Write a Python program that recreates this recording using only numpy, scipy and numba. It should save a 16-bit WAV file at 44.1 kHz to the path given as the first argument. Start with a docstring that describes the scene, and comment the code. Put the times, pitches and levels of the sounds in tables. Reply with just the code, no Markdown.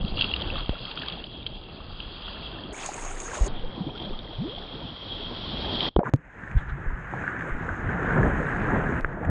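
"""Surfboard camera ride with a dunk

Wind buffets the camera port, water gurgles and froths along the hull, spray fizzes: band noise plus bubble swarms.
Slaps, large bubbles and drops are damped tones; snaps are pulses; sloshes and splashes are bursts of banded noise.
Four spliced shots, each with its own filter; the first and third play at half speed, so the port rings lower.
A wave dunks the camera late in the third shot; water left in the port muffles the last one."""
import sys
import numpy as np
from scipy import signal
from scipy.fft import rfft, irfft, next_fast_len
from scipy.io import wavfile
from scipy.ndimage import uniform_filter1d
from numba import njit

SR = 44100
rng = np.random.default_rng(int(sys.argv[2]) if len(sys.argv) > 2 else 0)


def put_to_file(sound):
    """Save the sound as 16-bit audio at rate SR, in the file named by the first command-line argument."""
    columns = np.atleast_2d(sound).T  # one column per channel
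    safe = np.clip(columns, -1, 1)
    whole_steps = np.round(safe * 32767)
    wavfile.write(sys.argv[1], SR, whole_steps.astype(np.int16))


N = 410118

WIND_TOP_HZ, GURGLE_TOP_HZ, FROTH_TOP_HZ = 110, 900, 2300  # crossovers between the flows
TOP_HZ = 13500  # treble limit
DULL_HZ = 3000  # slaps and bubbles lose treble through water and plastic


def undb(db):
    """Decibels to gain."""
    return 10 ** (np.asarray(db) / 20)


def level(x, db):
    """Scale to an rms level in dB."""
    return x * undb(db) / np.sqrt(np.mean(x ** 2))


@njit
def ring(rows, length, rate):
    """Damped gliding tones from rows (s, size, Hz, Hz/s, t60 s, rise s)."""
    out = np.zeros(length)
    for s, size, hz, glide, t60, rise in rows:
        start = int(s * rate)
        fall = np.exp(-np.log(1000) / (t60 * rate))
        unrisen_decay = np.exp(-1 / (rise * rate))
        step = 2 * np.pi * hz / rate
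        step_change = 2 * np.pi * glide / rate ** 2
        phase, unrisen = 0., 1.
        for i in range(start, min(length, start + int(t60 * rate))):
            phase += step
            step = max(step + step_change, 0.)
            size *= fall
            unrisen *= unrisen_decay
            out[i] += size * (1 - unrisen) ** 2 * np.sin(phase)
    return out


def played(table):
    """Ring a table whose second column is a level in dB."""
    rows = np.array(table, float)
    gain = undb(rows[:, 1])
    return ring(np.column_stack([rows[:, 0], gain, rows[:, 2:]]), N, 1. * SR)


def walk(rate):
    """Random levels held for 1 / rate s, then smoothed twice over that time."""
    hold = int(SR / rate)
    steps = np.repeat(rng.standard_normal(N // hold + 1), hold)
    return 1.01 * uniform_filter1d(uniform_filter1d(steps, hold), hold)[:N]


def hiss(lo_hz, hi_hz, surge_db, own_db, rate):
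    """Noise in bands half an octave apart that share one surge and flicker alone; rms 1."""
    out = 0
    hz = np.fft.rfftfreq(next_fast_len(N), 1 / SR)
    for centre in np.arange(np.log2(lo_hz), np.log2(hi_hz), .5):
        mask = np.cos(np.pi * np.clip(np.log2(hz + 1e-9) - centre, -.5, .5))
        noise = np.exp(2j * np.pi * rng.random(len(hz))) * np.sqrt(rng.exponential(size=len(hz)))
        band = irfft(mask * noise)[:N]
        out = out + undb(surge_db + own_db * walk(rate)) * band
    return level(out, 0)


def swarm(count, lo_hz, hi_hz, cycles, scatter_db, glide):
    """Bubbles at random times; higher ones tend to die sooner, all rise by a share of their pitch; rms 1."""
    place, pitch, size, life = rng.random((count, 4)).T
    hz = lo_hz + (hi_hz - lo_hz) * pitch
    t60 = cycles * (.5 + life) / hz
    gain = undb(-scatter_db * np.log(1.01 - size)) / np.sqrt(t60)
    rows = np.column_stack([place * N / SR, gain, hz, glide * hz / t60, t60, 0.36 / hz])
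    return level(ring(rows, N, 1. * SR), 0)


def crackle(rate, scatter_db):
    """One-sample pops of scattered size and random sign, rate per second; rms 1."""
    size = undb(-scatter_db * np.log(1.005 - rng.random(N)))
    return level((rng.random(N) < rate / SR) * size * rng.choice([-1, 1], N), 0)


# shot boundaries: (time [s])
CUTS_S = [0, 2.733, 3.483, 6.005, 9.4]
# relative colour through the housing, one list per shot: (frequency [Hz], density [dB per Hz])
COLOURS = [
    [(15, -7), (25, -2.5), (118, -12), (205, -13.5), (391, -18.5), (1240, -26), (2110, -36), (2750, -30),
     (3210, -19.5), (3830, -27.5), (4680, -29.5), (5000, -34.5), (6500, -77.5), (11000, -120)],
    [(15, -40.5), (25, 3), (41, -29), (60, -22.5), (203, -25), (262, -23), (384, -22.5), (563, -24),
     (805, -23), (2810, -26.5), (4230, -31.5), (5900, -30.5), (6530, -18.5), (9340, -33), (11200, -54),
     (14500, -77), (22000, -120)],
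    [(15, -25.5), (25, 5.5), (49, -1), (169, -9.5), (278, -10), (458, -15.5), (865, -19), (2250, -33),
     (2880, -27.5), (3300, -16), (3620, -22), (4750, -33.5), (5700, -49), (7410, -57), (12500, -120)],
    [(15, -34.5), (25, 0), (81, -4.5), (161, -3.5), (230, -8.5), (356, -10), (593, -14.5), (1070, -16.5),
     (1650, -14.5), (1870, -17.5), (2650, -30.5), (3630, -44.5), (4570, -57), (5900, -55.5), (6530, -44.5),
     (11200, -69.5), (14500, -103), (22000, -120)],
]
# port resonances and treble limit per shot: ([(frequency [Hz], width [Hz], boost [dB])], top [Hz])
PORTS = [([(2720, 150, 10), (3310, 93, 8.5)], 4990), ([(6570, 250, 6)], 11600), ([(3233, 70, 8)], 5750),
         ([(1645, 630, 6), (6400, 250, 2.5)], 36000)]
CROSSFADE_S = .008


def housing(x, lo_hz, hi_hz):
    """Each shot colours the band lo-hi with its own causal response; rms 1 per shot before fades."""
    out, size = np.zeros(N), 2 ** 18
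    hz = np.fft.rfftfreq(size, 1 / SR) + 1e-3
    edges = -10 * np.log10((1 + (lo_hz / hz) ** 6) * (1 + (hz / hi_hz) ** 6))
    for colour, (peaks, top_hz), t0, t1 in zip(COLOURS, PORTS, CUTS_S, CUTS_S[1:]):
        f, db = np.transpose(colour)
        db = np.interp(np.log(hz), np.log(f), db) + edges
        db = db - 10 * np.log10(1 + (hz / top_hz) ** 80)
        db = db + sum(boost / (1 + (2 * (hz - at) / width) ** 2) for at, width, boost in peaks)
        # folded cepstrum = minimum phase: grains keep sharp starts
        cep = irfft(np.log(undb(db) + 1e-9))
        cep = np.r_[cep[0], 2 * cep[1:size // 2], np.zeros(size // 2)]
        response = np.exp(rfft(cep))
        a, b = max(int(t0 * SR) - SR // 4, 0), min(int(t1 * SR), N)
        shot = level(irfft(rfft(x[a:b], size) * response)[:b - a], 0)
        # fade in just before the cut while the previous shot fades out
        t = np.arange(a, b) / SR
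        fade = np.clip((t - t0) / CROSSFADE_S + 1, 0, 1) * np.clip((t1 - t) / CROSSFADE_S, 0, 1)
        out[a:b] += np.sin(fade * np.pi / 2) * shot
    return out


def shot_top(x):
    """Single events lose the treble above the limit of their shot."""
    out = np.zeros(N)
    for (_, top_hz), t0, t1 in zip(PORTS, CUTS_S, CUTS_S[1:]):
        a, b = int(t0 * SR), int(t1 * SR)
        lowpass = signal.butter(9, min(top_hz, TOP_HZ), fs=SR, output="sos")
        out[a:b] = signal.sosfiltfilt(lowpass, x)[a:b]
    return out


def wind(surge):
    """Gusty pressure swings on the port: flickering low noise."""
    surge_db = 2.0 * surge + 1.0 * walk(7.8)
    return housing(hiss(11.94, 250, surge_db, own_db=5.0, rate=8.6), 21, WIND_TOP_HZ)


def gurgle(surge):
    """Churning water along the hull with larger bubbles in it."""
    plops = swarm(count=3500, lo_hz=88.5, hi_hz=1409, cycles=14.8, scatter_db=2.5, glide=0.25)
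    churn = hiss(60.1, 2000, 2.9 * surge, own_db=1.0, rate=20)
    return housing(churn + undb(-3.0 + 2.2 * surge) * plops, WIND_TOP_HZ, GURGLE_TOP_HZ)


def froth(surge, patchy, blips_db, crackle_db):
    """Pea-sized bubbles that blip upwards and pop out of a soft rush."""
    blips = swarm(count=1400, lo_hz=481.4, hi_hz=3625, cycles=44, scatter_db=4.0, glide=0.32)
    rush = hiss(445, 4500, 1.0 * surge, own_db=2.4 * patchy, rate=22)
    grains = undb(blips_db) * blips + undb(crackle_db) * crackle(400, scatter_db=5.0)
    return housing(rush + undb(0.89 * surge) * grains, GURGLE_TOP_HZ, FROTH_TOP_HZ)


def spray(surge, patchy):
    """Fizz of tiny bursting bubbles and one-sample crackle over a breathing hiss."""
    fizz = swarm(count=10000, lo_hz=1538, hi_hz=13160, cycles=43, scatter_db=4.0, glide=0.3)
    foam = hiss(1133, 16000, 0.96 * surge, own_db=5.2 * patchy, rate=28)
    grains = undb(-4.5) * fizz + undb(-4.0) * crackle(500, scatter_db=3.5)
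    return housing(foam + patchy * undb(0.73 * surge) * grains, FROTH_TOP_HZ, 20000)


# water slapping the housing, before rise and filters: (time [s], level [dB], pitch [Hz], t60 [s])
SLAPS = [(0.012, -9.5, 27, 0.17), (.115, -10, 20, 0.12), (0.701, -7.5, 35, 0.073), (3.408, -1, 45.5, 0.11),
         (3.49, -12, 16, 0.34), (3.63, -7.5, 10, 0.15), (4.09, -14.5, 18.6, 0.28), (5.963, 1, 406, 0.016),
         (5.9641, -4, 930, 0.0085), (5.96, -3, 55, 0.075), (5.99, 0.5, 350, 0.012),
         (5.993, -3, 730, 0.0066), (6.032, -14, 470, 0.019), (6.14, -9.5, 278, 0.038),
         (6.548, -7, 95, 0.091), (6.675, -16.5, 42, .12), (6.716, -11.5, 47, 0.067), (6.865, -7, 25, 0.13),
         (6.93, -11.5, 43, .072), (7.137, -9.5, 870, 0.0078), (7.515, -9.5, 18, 0.13),
         (9.005, -14, 24, .25), (9.0462, -8.5, 460, 0.0061), (9.049, -16, 56, 0.037)]
SLAP_RISE, SLAP_SAG = 0.056, 0.31  # rise [share of t60]; pitch lost over t60 [share]


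def slaps():
    """Dull blows that rise in step with their ring and sag in pitch."""
    return played([(s, db, hz, -SLAP_SAG * hz / t60, t60, SLAP_RISE * t60) for s, db, hz, t60 in SLAPS])


# single large bubbles, before rise and filters: (time [s], level [dB], start pitch [Hz], t60 [s])
BUBBLES = [(.042, -7.5, 175, 0.038), (.403, -23, 487, .04), (.53, -21, 497, 0.056),
           (0.556, -16, 1120, 0.013), (.729, -20, 543, 0.025), (.753, -23.5, 1290, 0.02),
           (.973, -19, 1280, 0.016), (1.016, -23, 1700, .015), (1.034, -17.5, 1550, 0.013),
           (1.082, -22, 1100, 0.023), (1.17, -27, 740, .03), (2.742, -25, 2150, 0.031),
           (2.85, -23, 1000, 0.027), (2.888, -14.5, 750, 0.028), (2.975, -26, 895, 0.07),
           (3.019, -25, 870, .03), (3.063, -24, 710, 0.02), (3.111, -26, 1350, 0.025),
           (3.252, -27, 1500, 0.063), (3.288, -26, 446, .03), (3.314, -18.5, 1490, 0.023),
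           (3.355, -24, 810, 0.02), (3.332, -17, 956, 0.023), (3.384, -20, 1000, 0.034),
           (3.465, -19.5, 370, 0.053), (3.635, -20.5, 468, .057), (3.76, -28, 940, .03),
           (3.805, -11, 168, 0.068), (3.842, -26, 720, 0.032), (3.89, -26, 880, .03),
           (3.865, -12, 280, 0.044), (3.946, -22.5, 390, 0.046), (3.998, -25.5, 820, 0.029),
           (4.03, -24.5, 330, .04), (4.038, -26, 670, 0.038), (4.065, -21, 177, 0.089),
           (4.068, -25, 550, .03), (4.104, -25, 490, 0.027), (4.133, -28, 1080, .025),
           (4.33, -24, 620, .025), (4.578, -23, 745, 0.018), (5.9825, -4, 164, 0.04),
           (6.032, -8, 855, 0.01), (6.1366, 2, 116, 0.05), (6.563, 6.5, 44, 0.036),
           (9.0464, 3, 1420, 0.0047), (9.23, -22, 640, 0.018), (9.269, -8.5, 89.5, 0.05)]
# air pockets, one glugs upwards as it fills, two hum downwards while trapped:
# (time [s], level [dB], start pitch [Hz], glide [Hz/s], t60 [s], rise [s])
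POCKETS = [(4.375, -18, 66, 3050, 0.36, 0.012), (6.0015, -16, 738, -14000, 0.047, 0.0011),
           (6.014, -18, 587, -2000, 0.05, 0.0013)]
BUBBLE_RISE = 0.082  # share of t60
GLIDE_HZ_PER_S, GLIDE_SHARE = 330, 0.32  # constant, plus share of the pitch gained over t60


def bubbles():
    """Bubbles glide upwards, faster when high and short; air pockets follow their own glides."""
    rows = [(s, db, hz, GLIDE_HZ_PER_S + GLIDE_SHARE * hz / t60, t60, BUBBLE_RISE * t60)
            for s, db, hz, t60 in BUBBLES]
    return played(rows + POCKETS)


# drops hitting the housing, plus the port ringing once during the dunk (6.1378 s), before rise and filters: #
# (time [s], ring level [dB], ring pitch [Hz], spatter relative to ring [dB])
DROPS = [(0.049, -24, 2780, -23), (0.1725, -16, 2820, -24), (.181, -27, 2900, -8), (0.1893, -16, 2800, -18),
         (0.2099, -8.5, 2800, -8), (.221, -14, 2800, -6), (0.2428, -12.5, 2780, -15),
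         (0.3135, -16.5, 2780, -14), (0.3378, -5.5, 2860, -18), (0.3622, -22.5, 3250, 0.5),
         (.419, -20.5, 3240, -5.5), (0.5015, -15.5, 2700, -24), (0.5548, -21, 3300, -10),
         (.606, -25, 3270, -10), (.66, -23, 3250, -12), (0.693, -27.5, 3280, 1), (0.852, -26.5, 3190, -4.5),
         (.9135, -22, 3360, -6.5), (.9743, -23, 3630, -7.5), (1.0174, -24, 2620, -4),
         (1.098, -21, 2950, -11), (1.0835, -18, 3260, -7.5), (1.1225, -19, 3320, -9.5),
         (1.24, -22.5, 3100, -10), (1.4643, -25, 3220, 3), (2.0015, -22, 2730, -18),
         (2.0025, -20, 3130, -15), (2.8609, -22, 8000, -7), (3.201, -23, 7200, -10.5),
         (3.9762, -28.5, 3330, -5), (3.9996, -26, 3480, -9), (4.022, -27, 3280, -8),
         (4.1902, -24, 3650, -11.5), (4.5633, -26.5, 3260, -11), (4.583, -29, 3290, -4),
         (5.7947, -23, 3470, -12), (5.806, -12.5, 3160, -8.5), (5.9617, -38, 3180, 4.5),
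         (6.1378, -31.5, 6550, -30), (6.436, -20, 1720, -25), (6.476, -22, 1790, -25),
         (6.5135, -32, 2300, -4), (6.584, -40, 3430, -5), (7.266, -19, 1500, -25), (7.2777, -8, 1580, -28),
         (7.288, -18, 1550, -20), (7.364, -19, 1650, -21), (7.3908, -23, 1740, -11),
         (7.4082, -11.5, 1700, -19.5), (7.422, -14, 1600, -25), (7.69, -10, 1560, -30),
         (7.8903, -15, 1610, -27), (8.0294, -15.5, 1420, -16), (8.107, -9.5, 1540, -28),
         (8.2313, -10, 1720, -29), (8.5618, -12, 1590, -28), (8.6865, -10.5, 1320, -30),
         (9.249, -20, 1800, -14.5)]
RING_T60_S, WET_RING_T60_S, SPATTER_T60_S = 0.015, 0.013, 0.03  # wet: last shot


def drops():
    """Each drop rings briefly at its own pitch and spatters a burst of wide noise."""
    burst, t = np.zeros(N), np.arange(2000) / SR
    shape = undb(-60 * t / SPATTER_T60_S) * (1 - np.exp(-(t / 0.00053) ** 2))
    rings = []
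    for s, db, hz, spatter_db in DROPS:
        start = int(s * SR)
        burst[start:start + len(t)] += undb(db + spatter_db) * shape
        t60 = RING_T60_S if s < CUTS_S[3] else WET_RING_T60_S
        rings.append((s, db, hz, 0, t60, .0007))
    spatter = burst * housing(rng.standard_normal(N), 2000, 20000)
    return spatter + played(rings)


# snaps as the water film over the port breaks, before filters: (time [s], peak [dB], corner [Hz])
SNAPS = [(0.6937, -11, 282), (5.992, -25, 900), (6.098, -42, 2500), (6.1375, -8, 500), (6.162, -38, 3000),
         (6.577, -38, 2960), (9.0095, -27, 1500)]


def snaps():
    """Sudden pushes that relax at once: wide clicks, duller above their corner."""
    out, t = np.zeros(N), np.arange(200) / SR
    for s, db, hz in SNAPS:
        start, turn = int(s * SR), 2 * np.pi * hz * t
        out[start:start + len(t)] += undb(db) * turn * np.exp(1 - turn)
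    return out


# sloshing and splashing bursts during and after the dunk, before rise and decay:
# (time [s], level [dB], low edge [Hz], high edge [Hz], t60 [s], rise [s])
SLOSHES = [(5.965, -28, 120, 694, 0.054, 0.0018), (5.994, -30.5, 150, 1150, 0.091, .003),
           (6.05, -11, 800, 1580, 0.07, 0.023), (6.139, -26.5, 150, 536, 0.056, 0.0018),
           (6.565, -46, 2800, 3900, 0.14, 0.021), (6.678, -47, 2800, 3960, 0.1, 0.018)]


def sloshes():
    """Sloshes and splashes: bands of noise that well up and die away."""
    out, t = np.zeros(N), np.arange(8000) / SR
    for s, db, lo_hz, hi_hz, t60, rise in SLOSHES:
        bandpass = signal.butter(4, [lo_hz, hi_hz], "band", fs=SR, output="sos")
        band = level(signal.sosfilt(bandpass, rng.standard_normal(len(t))), db)
        start = int(s * SR)
        out[start:start + len(t)] += band * undb(-60 * t / t60) * np.minimum(t / rise, 1) ** 2
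    return out


# gusts on the port: (peak time [s], lift [dB], length [s]); shares scale each lift
GUSTS = [(.005, 13, 0.26), (.46, 6, 0.063), (.58, 9, 0.11), (2.02, 7.5, 0.15), (6.66, 13.5, 0.34),
         (7.05, 11, 0.11), (7.72, 11.5, 0.4), (8.45, -8, 0.1), (9.28, 12, 0.082)]
# water heaving against the hull: (peak time [s], lift [dB], length [s])
HEAVES = [(1.13, 3.7, 0.15), (3.7, 6.2, 0.26), (3.8, 4, .06), (3.89, 12.6, 0.045), (4.05, 6.9, 0.075),
          (7.15, 6.2, 0.095), (8.2, 12.7, 0.097), (8.265, 10.2, 0.047), (8.76, 11.5, 0.15),
          (9.295, 13.4, 0.038)]
# splashes from the hand and the rails: (peak time [s], lift [dB], length [s])
SPLASHES = [(.225, 9.5, 0.13), (.4, 6.7, 0.077), (.59, 3.9, 0.1), (.9, 7.2, 0.091), (1.06, 8.1, 0.23),
            (2.84, 7.2, 0.15), (3.35, 6.1, 0.038), (4.03, 4, 0.046), (5.83, 4.5, 0.052), (6.59, 6, .05),
            (6.7, 3.9, 0.039), (7.3, 2.6, 0.45), (7.91, 4.5, 0.055), (8.1, 5.8, 0.22), (9.24, 5.5, 0.06)]
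# share of a lift reaching (wind, gurgle, froth, spray)
GUST_SHARES, HEAVE_SHARES = (0.86, 0.042, .05, .05), (0.42, 0.69, 0.14, 0.044)
SPLASH_SHARES = (.05, .3, .9, 1)
CLIMB_SHARE = 0.69  # climb time as a share of the length


def swells(table, shares):
    """Lifts in dB for the four flows: each climbs to its peak, then sinks over its length."""
    t = np.arange(N) / SR
    lift = sum(np.interp(t, [s - CLIMB_SHARE * length, s, s + length], [0, db, 0])
               for s, db, length in table)
    return np.outer(shares, lift)


# water closing the port: (shut time [s], clearing start [s], clearing length [s], fullness [0-1])
SHUTS = [(5.889, 6.019, .03, 0.93), (6.094, 6.133, .3, 0.57), (9.001, 9.35, .1, 0.29)]
SHUT_DB = (-18, -32.5, -37.5, -31.5)  # wind, gurgle, froth, spray at fullness 1
SHUT_S, SEAL_S, SUDDEN_SHARE = 0.0054, 0.026, 0.89  # sudden drop, then seal; share lost in the drop


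def port_loss():
    """Level change in dB of the four flows under water: a sudden drop, a slower seal, then clearing."""
    t, shut = np.arange(N) / SR, 0
    for s, clear, length, full in SHUTS:
        closing = np.interp(t, s + np.cumsum([0, SHUT_S, SEAL_S]), [0, SUDDEN_SHARE, 1])
        shut = shut + full * closing * np.interp(t, [clear, clear + length], [1, 0])
    return np.outer(SHUT_DB, shut)


# slow course of the flows, before swells and port loss:
# (time [s], wind [dB], gurgle [dB], froth [dB], spray [dB])
FLOW = [(0, -34.5, -38.5, -49.5, -46), (.6, -40, -41.5, -43, -42), (1.15, -44, -43, -50, -49),
        (1.3, -41.5, -46.5, -56.5, -48), (1.75, -42.5, -46, -52, -49), (2.301, -41.5, -45, -44.5, -39),
        (2.725, -44, -40, -47.5, -45), (2.738, -49.5, -44, -48.5, -48), (3.15, -36.5, -42, -44, -44.5),
        (3.47, -41, -39.5, -45, -43.5), (3.491, -42.5, -42, -48, -50), (4.2, -43.5, -41, -48.5, -47),
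        (5.05, -43, -42.5, -47.5, -40), (5.621, -40.5, -36, -42.5, -33), (5.884, -42, -29, -37.5, -28.5),
        (6.04, -52, -35, -41, -49), (6.1, -44, -33, -40.5, -49), (6.25, -50, -45.5, -42, -50),
        (6.55, -45.5, -47, -46, -52.5), (6.85, -44, -44, -43.5, -55), (7.15, -42.5, -39.5, -39, -48.5),
        (7.7, -43, -36, -37.5, -47.5), (8.1, -32.5, -28.5, -35, -47.5), (8.5, -31, -32, -33, -41.5),
        (9.0, -35.5, -26, -33.5, -43), (9.3, -33, -19.5, -31.5, -49.5)]
# how broken the water is: (time [s], patchiness of froth and spray [0-2], blips [dB], froth crackle [dB])
CHOP = [(0, 1.45, -4, -9), (1.2, 1.35, -4.5, -6.5), (2.6, .5, -5, -9), (2.8, 1.2, -0.5, -11),
        (4.1, .9, -5, -13.5), (4.65, 0.53, -7.5, -16.5), (5.9, .35, -7.5, -18), (6.3, 0.67, -9.5, -10),
        (9.3, .6, -12.5, -6)]


def scene():
    """Four flows share the water's surges, lifted by swells and cut by the wet port, plus single events."""
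    t = np.arange(N) / SR
    s, *levels = np.transpose(FLOW)
    db = np.array([np.interp(t, s, column) for column in levels]) + port_loss()
    db = db + swells(GUSTS, GUST_SHARES) + swells(HEAVES, HEAVE_SHARES) + swells(SPLASHES, SPLASH_SHARES)
    s, *chop = np.transpose(CHOP)
    patchy, blips_db, crackle_db = (np.interp(t, s, column) for column in chop)
    surge = walk(14)
    layers = (wind(surge), gurgle(surge), froth(patchy * surge, patchy, blips_db, crackle_db),
              spray(patchy * surge, patchy))
    flows = sum(gain * layer for gain, layer in zip(undb(db), layers))
    lowpass = signal.butter(4, DULL_HZ, fs=SR, output="sos")
    dull = signal.sosfilt(lowpass, slaps() + bubbles())
    events = shot_top(dull + drops() + snaps() + sloshes())
    return (flows + events)[None]


def record(dry):
    """Removes the deepest rumble and cuts the top."""
    dry = signal.sosfilt(signal.butter(1, 12, "high", fs=SR, output="sos"), dry)
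    return signal.sosfilt(signal.ellip(8, .2, 70, TOP_HZ, fs=SR, output="sos"), dry)


dry = scene()
out = record(dry)
put_to_file(out)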